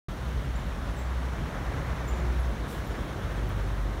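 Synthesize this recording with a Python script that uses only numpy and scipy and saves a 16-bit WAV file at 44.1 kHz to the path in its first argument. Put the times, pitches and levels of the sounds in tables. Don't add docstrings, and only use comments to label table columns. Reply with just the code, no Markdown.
import sys
import numpy as np
from scipy import signal
from scipy.fft import rfft, irfft
from scipy.io import wavfile
from scipy.ndimage import uniform_filter1d

SR = 44100
rng = np.random.default_rng(int(sys.argv[2]) if len(sys.argv) > 2 else 0)


def store_pcm(level_fs):
    pcm = np.round(np.clip(level_fs, -1, 1) * 32767).astype(np.int16)
    wavfile.write(sys.argv[1], SR, np.atleast_2d(pcm).T)


N = 176400
T = np.arange(N) / SR
FREQS = np.fft.rfftfreq(N, 1 / SR)


def amp(db):
    return 10 ** (np.asarray(db) / 20)


def unit(x):
    return x / np.sqrt(np.mean(x ** 2) + 1e-20)


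def colour(spectrum, hz):
    points_hz, db = np.transpose(spectrum)
    return amp(np.interp(np.log(hz + 1), np.log(points_hz + 1), db))


def fader(points):
    return amp(np.interp(T, *np.transpose(points)))


def add(mix, start, sound):
    part = mix[round(start * SR):][:len(sound)]
    part += sound[:len(part)]


def noise(eq):
    return unit(irfft(rfft(rng.standard_normal(N)) * eq, N))


def drift(rate_hz):
    return noise(np.exp(-(FREQS / rate_hz) ** 2))


def wash(spectrum, patchy_db, flicker_db):
    frames = signal.stft(rng.standard_normal(N), nperseg=512, noverlap=384)[2].T
    patches = uniform_filter1d(rng.standard_normal(frames.shape), size=20, axis=0)
    patches = unit(uniform_filter1d(patches, size=6, axis=1))
    flicker = unit(uniform_filter1d(rng.standard_normal(len(frames)), size=8))[:, None]
    frames *= amp(patchy_db * patches + flicker_db * flicker)
    moving = signal.istft(frames.T, nperseg=512, noverlap=384)[1][:N]
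    return unit(irfft(rfft(moving) * colour(spectrum, FREQS), N))


# (frequency [Hz], relative level [dB])
RIVER_EQ = [(100, 1), (300, -3.5), (560, 2), (800, -1.5), (1100, -.5), (1750, -4.5), (2600, -12.5),
            (3150, -11.5), (3700, -13), (4500, -19), (6200, -20), (8100, -29.5), (9600, -25.5),
            (11200, -31), (15500, -47)]
# (time [s], level [dB])
RIVER_FADER = [(.1, -42.5), (1, -42), (2, -42.5), (3, -41.5), (4, -43.5)]


def river(splashes_per_s=900, splash_db=-55.5, spread_db=2, pitches=30):
    bed = fader(RIVER_FADER) * wash(RIVER_EQ, patchy_db=.77, flicker_db=.73)
    t, splashes = T[:1024], np.zeros(N)
    for hz in np.geomspace(700, 9000, pitches):
        bubble = np.sin(2 * np.pi * hz * t) * np.exp(-t * hz / 5) * (1 - np.exp(-t * hz))
        sizes = amp(spread_db * np.minimum(rng.exponential(1, N), 5))
        triggers = rng.random(N) < splashes_per_s / pitches / SR
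        splashes += colour(RIVER_EQ, hz) * hz * signal.oaconvolve(sizes * triggers, bubble)[:N]
    return bed + amp(splash_db) * unit(splashes)


# (frequency [Hz], relative level [dB])
RUMBLE_EQ = [(15, -29), (32, -22), (43, 1.5), (54, 4.5), (76, -4), (100, -6.5), (165, -8), (240, -14),
             (400, -24), (1000, -51.5)]
TYRES_EQ = [(100, 2), (300, 2.5), (600, 5.5), (950, 2.5), (1500, 1), (2200, -3.5), (3200, -20), (6000, -20),
            (14000, -52)]
ROAD_EQ = [(100, -8), (200, -3), (290, 2), (400, -2), (500, -6), (650, -10), (1000, -14.5), (3000, -45)]
# (time [s], level [dB])
RUMBLE_FADER = [(.1, -34), (.9, -35), (1.8, -33.5), (2.4, -34), (2.7, -35), (3.2, -34), (4, -35)]
TYRES_FADER = [(.1, -56), (1.2, -46.5), (1.55, -41), (1.9, -40.5), (2.25, -42), (2.6, -48), (4, -48)]
ROAD_FADER = [(.1, -58), (1.3, -50.5), (2.2, -53), (2.6, -48), (2.9, -44), (3.05, -40), (3.2, -45),
              (3.6, -43), (4, -46)]


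def traffic():
    rumble = fader(RUMBLE_FADER) * wash(RUMBLE_EQ, patchy_db=1.3, flicker_db=.04)
    tyres = fader(TYRES_FADER) * wash(TYRES_EQ, patchy_db=.36, flicker_db=.6)
    road = fader(ROAD_FADER) * wash(ROAD_EQ, patchy_db=3.7, flicker_db=-.4)
    return rumble + tyres + road


# (time [s], firing rate [Hz], level [dB], overtone boost [dB])
ENGINE_DRONE = [(.1, 62.54, -50, -5), (.23, 62.53, -32, 5), (.6, 62.06, -32, -19), (.85, 63, -39.5, 4),
                (1.05, 62.7, -31.5, -6), (1.26, 62.99, -32.5, -3), (1.42, 62.63, -36.5, 0.5),
                (1.9, 62.38, -39.5, 13), (2.08, 61.78, -32.5, -2), (2.25, 61.93, -26, -6.5),
                (2.44, 61.56, -26.5, -8), (2.62, 61, -38.5, 1), (2.8, 57.8, -36, 2), (3.0, 54, -38.5, -2),
                (3.17, 50.15, -48.5, 14), (3.5, 49, -33.5, 9), (3.85, 49, -29.5, 1),
                (4, 48.87, -41.5, 10.5)]
# (multiple of the firing rate, level against the firing tone before the boost [dB])
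ENGINE_ORDERS = [(1.5, -17.5), (2, -13.5), (2.5, -17)]


def engine(waver_db=.9, jitter=.00486):
    times, *columns = np.transpose(ENGINE_DRONE)
    firing_hz, db, boost_db = (np.interp(T, times, column) for column in columns)
    phase = 2 * np.pi * np.cumsum(firing_hz * (1 + jitter * drift(11.36))) / SR
    overtones = np.zeros(N)
    for order, order_db in ENGINE_ORDERS:
        gain = amp(order_db + waver_db * drift(6.8))
        overtones += gain * np.sin(order * phase + 2 * np.pi * rng.random())
    firing = amp(waver_db * drift(4.9)) * np.sin(phase)
    return np.sqrt(2) * amp(db) * (firing + amp(boost_db) * overtones)


# (time [s], length [s], pitch [Hz], level [dB], octave against the pitch [dB])
BIRD_CHIRPS = [(.555, .014, 7250, -52, -25), (.96, .024, 7650, -55, -8), (.984, .018, 7580, -51.5, -4),
               (2.074, .028, 7130, -47, -7), (2.16, .016, 7000, -56, -22), (2.393, .024, 11050, -55, -40),
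               (2.867, .014, 7220, -56, 3)]


def bird(fall=.02, rasp=.026):
    out = np.zeros(N)
    for start, length, hz, db, octave_db in BIRD_CHIRPS:
        progress = np.arange(0, 1, 1 / (length * SR))
        bend = 1 + fall * (.5 - progress) + rasp * drift(1000)[:len(progress)]
        phase = 2 * np.pi * np.cumsum(hz * bend) / SR
        tone = np.sin(phase) + amp(octave_db) * np.sin(2 * phase)
        add(out, start, amp(db) * np.sin(np.pi * progress) * tone)
    return out


def with_echo(sound, send_db=4, t60_s=.3, top_hz=7000):
    t = T[:SR // 2]
    tail = rng.standard_normal(len(t)) * amp(-60 * t / t60_s)
    tail = signal.lfilter(*signal.butter(1, top_hz, fs=SR), tail / np.linalg.norm(tail))
    return sound + signal.fftconvolve(amp(send_db) * sound, tail)[:N]


# (peak time [s], half length [s], pitch [Hz], level [dB])
TRAFFIC_HUMS = [(.85, .17, 275, -44.5), (1.72, .3, 278, -45), (1.7, .12, 357, -50), (2.25, .17, 357, -42)]


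def hums(jitter=.0028):
    out = np.zeros(N)
    for peak, half_length, hz, db in TRAFFIC_HUMS:
        swell = amp(db) * np.exp(-((T - peak) / half_length) ** 2)
        out += swell * np.sin(2 * np.pi * np.cumsum(hz * (1 + jitter * drift(19.9))) / SR)
    return out


# (time [s], level [dB])
WHEEL_THUDS = [(1.752, -32), (2.118, -28), (2.992, -32), (3.236, -28)]


def thuds(hz=61.7, rise_s=.0091, knock_db=-8.5):
    out, t = np.zeros(N), T[:SR // 5]
    envelope = (t / rise_s * np.exp(1 - t / rise_s)) ** 2
    for start, db in WHEEL_THUDS:
        body = np.sin(2 * np.pi * (hz * t + rng.random()))
        knock = amp(knock_db) * np.sin(2 * np.pi * (2 * hz * t + rng.random()))
        add(out, start, amp(db) * envelope * (body + knock))
    return out


# (time [s], level [dB])
DRY_TICKS = [(2.056, -58), (3.491, -44), (3.57, -55), (3.59, -57)]


def ticks(centre_hz=14640, width_hz=1400, decay_s=.0015):
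    fizz = noise(np.exp(-((FREQS - centre_hz) / width_hz) ** 2 / 2))
    return fizz * sum(amp(db) * (T >= at) * np.exp(-abs(T - at) / decay_s) for at, db in DRY_TICKS)


# (frequency [Hz], relative level [dB])
RUSTLE_EQ = [(1500, -18), (4000, 2), (7000, 1.5), (9500, .5), (12500, .5), (15500, -2)]
# (time [s], level [dB])
RUSTLE_FADER = [(2.66, -76), (2.685, -54), (2.71, -48.5), (2.755, -54), (2.83, -63), (3.1, -76)]


def rustle():
    return fader(RUSTLE_FADER) * wash(RUSTLE_EQ, patchy_db=3, flicker_db=0)


def scene():
    return (river() + traffic() + engine() + with_echo(bird()) + hums() + thuds() + ticks() + rustle())[None]


# (frequency [Hz], half width [Hz], gain [dB])
MIC_NOTCHES = [(4920, 200, -4.5), (10360, 260, -5.5)]


def record(dry, low_cut_hz=32, start_s=.084, top_hz=15800):
    notches = amp(sum(db * np.exp(-((FREQS - hz) / width) ** 2) for hz, width, db in MIC_NOTCHES))
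    low_cut = 1 / np.sqrt(1 + (low_cut_hz / (FREQS + 1)) ** 10)
    coloured = irfft(rfft(dry) * notches * low_cut, N)
    gate = np.clip((T - start_s) * SR / 64, 0, 1)
    high_cut = signal.firwin(511, top_hz, window=("kaiser", 9), fs=SR)
    return signal.oaconvolve(coloured * gate, high_cut[None], "same")


dry = scene()
out = record(dry)
store_pcm(out)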